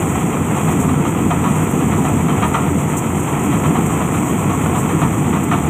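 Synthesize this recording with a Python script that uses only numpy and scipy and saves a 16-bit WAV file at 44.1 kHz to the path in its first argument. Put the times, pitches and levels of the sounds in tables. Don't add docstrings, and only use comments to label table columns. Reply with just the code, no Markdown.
import sys
import numpy as np
from scipy import signal
from scipy.fft import rfft, irfft, next_fast_len
from scipy.io import wavfile
from scipy.ndimage import uniform_filter1d

SR = 44100
rng = np.random.default_rng(int(sys.argv[2]) if len(sys.argv) > 2 else 0)


def dump_mix(stems):
    frames = np.atleast_2d(stems).T
    limited = np.clip(frames, -1, 1)
    pcm = np.round(limited * 32767).astype(np.int16)
    wavfile.write(sys.argv[1], SR, pcm)


N = 250929
TIME = np.arange(N) / SR

AUGER_HZ = 8.11
FIRST_RUB_S, RUB_S = 0.0655, 0.034


def undb(db):
    return 10 ** (np.asarray(db) / 20)


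def unit(x):
    return x / np.sqrt(np.mean(x ** 2) + 1e-18)


def curve(table):
    return np.interp(TIME, *np.transpose(table))


def walk(rate):
    k = max(int(SR / rate), 1)
    steps = np.repeat(rng.standard_normal(N // k + 2), k)
    smooth = uniform_filter1d(uniform_filter1d(steps, k), k)
    return unit(smooth[:N])


def clumps(rate):
    fade_s = 0.022
    arrivals = (rng.random(N) < rate / SR) * 1.0
    amount = signal.lfilter([1], [1, -np.exp(-1 / (fade_s * SR))], arrivals)
    return unit(amount - amount.mean())


def impacts(rate, scatter_db):
    hit = rng.random(N) < rate / SR
    sign = np.sign(rng.standard_normal(N))
    size = undb(scatter_db * rng.standard_normal(N))
    return unit(hit * sign * size)


def burst(start, length, rise, fall):
    age = np.maximum(TIME - start, 0)
    return (1 - np.exp(-age / rise)) / np.sqrt(1 + (age / length) ** fall)


def colour(x, points):
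    size = next_fast_len(N + SR // 2, real=True) // 2 * 2
    hz, db = np.transpose(points)
    freq = np.maximum(np.arange(size // 2 + 1) * SR / size, 1)
    gain = undb(np.interp(np.log(freq), np.log(hz), db))
    cepstrum = irfft(np.log(gain))
    cepstrum[1:size // 2] *= 2
    cepstrum[size // 2 + 1:] = 0
    response = np.exp(rfft(cepstrum))
    return irfft(rfft(x, size) * response)[:N]


def drone():
    # multiple of the firing rate, level_db (within the hum)
    exhaust = [(1, -17.5), (2, -11.5), (3, -22), (4, -17)]
    # pitch_hz (before the wander), level_db (within the hum)
    shafts = [(44, -44), (57.3, -27), (86, -18.5), (142.5, -17.5), (153, -18.5), (194.5, -16)]
    # freq_hz, gain_db
    pipe = [(22, -43.5), (36, -45), (56, -11.5), (72, -3), (85, 0.5), (102, 4), (120, -2.5), (150, -6),
            (300, -54), (2000, -71)]
    # freq_hz, gain_db
    body = [(40, -52.5), (100, -12.5), (128, -2.5), (150, 2.5), (178, -2), (197, 0.5), (240, -2),
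            (300, -1.5), (314, -8.5), (330, -6), (360, -7.5), (485, -12.5), (560, -22.5), (5000, -59)]
    firing_hz = 82
    speed_wander, flutter_db = 0.00893, 3.5

    seconds_turned = np.cumsum(1 + speed_wander * walk(6)) / SR
    hum = np.zeros(N)
    for hz, db in [(k * firing_hz, db) for k, db in exhaust] + shafts:
        level = undb(db + flutter_db * walk(14))
        hum += level * np.sqrt(2) * np.sin(2 * np.pi * (hz * seconds_turned + rng.random()))

    firing = 1 + 0.087 * np.cos(2 * np.pi * firing_hz * seconds_turned)
    boom = unit(colour(firing * impacts(rate=1700, scatter_db=-2), pipe))
    panels = unit(colour(firing * impacts(rate=1800, scatter_db=0.5), body))
    throb_db = 0.35 * np.cos(2 * np.pi * AUGER_HZ * (TIME - 0.018))
    return undb(throb_db) * (undb(-1.5) * hum + undb(-9.5) * boom + undb(-0.5) * panels)


def auger(flow_db):
    # freq_hz, gain_db
    clatter_response = [(100, -46), (550, -11.5), (720, -3.5), (1000, -2.5), (1250, 2.5), (1550, -12),
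                        (2300, -15), (3200, -21), (4200, -19), (6000, -24.5), (10000, -64)]
    # freq_hz, gain_db
    scrape_response = [(250, -9.5), (480, 2.5), (570, -3), (720, 3), (1000, 1), (1320, -1.5), (1520, -9.5),
                       (1750, -10.5), (2000, -7.5), (2600, -9.5), (2900, -16), (3300, -16), (4200, -37.5),
                       (7000, -38)]
    scrape_db = -24.5
    scrape_per_flow = 0.94

    blows, chatter = contacts()
    ringing = tube(undb(-8) * blows + undb(-13) * chatter)
    clatter = undb(1.5) * colour(undb(-3.5) * blows + chatter, clatter_response)

    drag = unit(colour(impacts(rate=2200, scatter_db=2.5), scrape_response))
    rattle = tube(impacts(rate=700, scatter_db=1.5))
    scrape = undb(-0.76) * drag + undb(-9) * rattle
    scrape_gain = undb(scrape_db + scrape_per_flow * flow_db + 1.0 * clumps(rate=52))
    return ringing + clatter + scrape_gain * scrape


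def contacts():
    # start_s, level_db (of the chatter's force), chatter_s
    knocks = [(.563, -14.5, .028), (.677, -12.5, 0.014), (0.887, -12, .014), (1.05, -12.5, 0.022),
              (1.304, -7, 0.015), (1.438, -11, .041), (1.917, -12, 0.044), (2.049, -9.5, 0.014),
              (2.283, -10, 0.027), (2.423, -4.5, .02), (2.54, -5, 0.023), (3.516, -11.5, 0.033),
              (3.637, -9.5, .02), (3.756, -10, 0.018), (4.136, -12.5, .027), (4.495, -13, .025),
              (4.746, -11.5, .035), (4.888, -14, 0.035), (5.015, -8, .018), (5.327, -13, 0.049),
              (5.512, -5.5, 0.032)]
    rub_db, rub_scatter_db, rub_jitter_s = -18.5, 0.1, 0.004
    contact = dict(rise=0.00042, fall=3.1)
    strike_db = 19.5
    bounce_s, bounce_db = 0.011, -4

    pressure, blows = np.zeros(N), np.zeros(N)
    for turn_s in np.arange(FIRST_RUB_S, N / SR, 1 / AUGER_HZ):
        late, strong = rng.standard_normal(2)
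        rub = burst(turn_s + rub_jitter_s * late, RUB_S, **contact)
        pressure = np.maximum(pressure, undb(rub_db + rub_scatter_db * strong) * rub)

    for start, db, length in knocks:
        pressure = np.maximum(pressure, undb(db) * burst(start, length, **contact))
        gaps = bounce_s * (0.5 + rng.random(2))
        for k, at in enumerate([start, start + gaps[0], start + gaps.sum()]):
            blows[int(at * SR)] = undb(db + strike_db + k * bounce_db)
    return blows, pressure * impacts(rate=2400, scatter_db=0.5)


def tube(x):
    # pitch_hz, t60_s (time to fall 60 dB), level_db (relative, evened out for decay time)
    modes = [(633, 0.2, -4.5), (711.4, 0.11, 1), (822, 0.078, -1.5), (898, 0.18, 1.5), (988, 0.078, 4),
             (1091, 0.094, 3), (1248, 0.098, -5.5), (1320, 0.11, 2), (1380, 0.29, -8), (1703, 0.14, -9.5),
             (1814, 0.12, -11), (1973, 0.041, -4), (2257, 0.18, -9), (2504, 0.05, -5), (2775, 0.041, -14),
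             (3105, 0.04, -8.5), (3240, 0.055, -17.5), (3980, 0.13, -36)]
    t = TIME[:SR // 3]
    ring = np.zeros(len(t))
    for k, (hz, t60, db) in enumerate(modes):
        decay = undb(db - 60 * t / t60) / np.sqrt(t60)
        ring += (-1) ** k * decay * np.sin(2 * np.pi * hz * t)
    return signal.fftconvolve(x, ring / np.linalg.norm(ring))[:N]


def grain(flow_db):
    # freq_hz, gain_db
    hiss = [(3000, -26), (5500, -8.5), (6300, -10), (6700, -2.5), (7700, 1.5), (8600, 0), (9350, -14.5),
            (9900, -12), (10700, -11.5), (11450, -15), (12200, -9.5), (13050, -10.5), (13900, -18.5),
            (15400, -13.5)]
    # freq_hz, gain_db
    ping = [(6000, -19), (9500, -2), (10600, 2), (11600, -7), (13100, -4), (14000, -6), (15400, -3)]
    # start_s, level_db (before spray and ping gains), length_s
    spurt_times = [(0.702, -30.5, .033), (0.797, -29.5, 0.034), (2.966, -25, 0.029), (3.859, -26.5, 0.012),
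                   (4.78, -31, 0.038), (5.433, -28.5, 0.014)]
    # start_s, level_db
    stray_times = [(1.631, -32), (1.704, -36), (2.473, -34), (3.53, -37)]
    hiss_db, shake_hz = -32.5, 43.1
    stray_s = 0.013
    edge = dict(rise=0.0016, fall=12)

    shake = 1 + 0.06 * np.sin(2 * np.pi * shake_hz * TIME)
    flutter_db = 0.75 * clumps(rate=60)
    swell_db = 0.48 * np.cos(2 * np.pi * AUGER_HZ * (TIME - FIRST_RUB_S - RUB_S))
    ticks = unit(colour(impacts(rate=14000, scatter_db=2.5), hiss))
    stream = undb(hiss_db + flow_db + flutter_db + swell_db) * shake * ticks

    spray = undb(-1.0) * unit(colour(impacts(rate=4400, scatter_db=2), hiss))
    pings = unit(colour(impacts(rate=2700, scatter_db=2.0), ping))
    spurts = sum(undb(db) * burst(start, length, **edge) for start, db, length in spurt_times)
    strays = sum(undb(db) * burst(start, stray_s, **edge) for start, db in stray_times)
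    return stream + spurts * (spray + undb(-15) * pings) + strays * pings


def scene():
    # time_s, gain_db
    drone_level = [(0, -16.5), (.43, -18.5), (.84, -14.5), (1.1, -16.5), (1.55, -17), (1.68, -15.8),
                   (2.0, -15), (2.98, -18), (3.3, -17.5), (3.5, -16), (4.3, -17), (4.8, -16), (5.69, -17)]
    # time_s, flow_db
    flow = [(0, 1.5), (.35, -1.8), (.67, 1.3), (.95, -2.2), (1.62, 0.4), (2.03, -.4), (2.45, -0.3),
            (2.88, -1), (3.5, 0.1), (4.9, 0), (5.69, -2)]
    flow_db = curve(flow)
    machine = undb(curve(drone_level)) * drone()
    return (machine + auger(flow_db) + grain(flow_db))[None]


def record(dry):
    # freq_hz, gain_db
    deaf_band = [(3500, 0), (4150, -7.5), (4380, -22.5), (4600, -46), (5000, -66), (5230, -17),
                 (5550, -16.5), (5900, 0.5)]
    top_hz = 15500
    rounded = np.tanh(0.5 * dry[0]) / 0.5
    sound = colour(rounded, deaf_band)
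    top_cut = signal.ellip(16, 0.2, 90, top_hz, fs=SR, output="sos")
    return signal.sosfilt(top_cut, sound)[None]


dry = scene()
out = record(dry)
dump_mix(out)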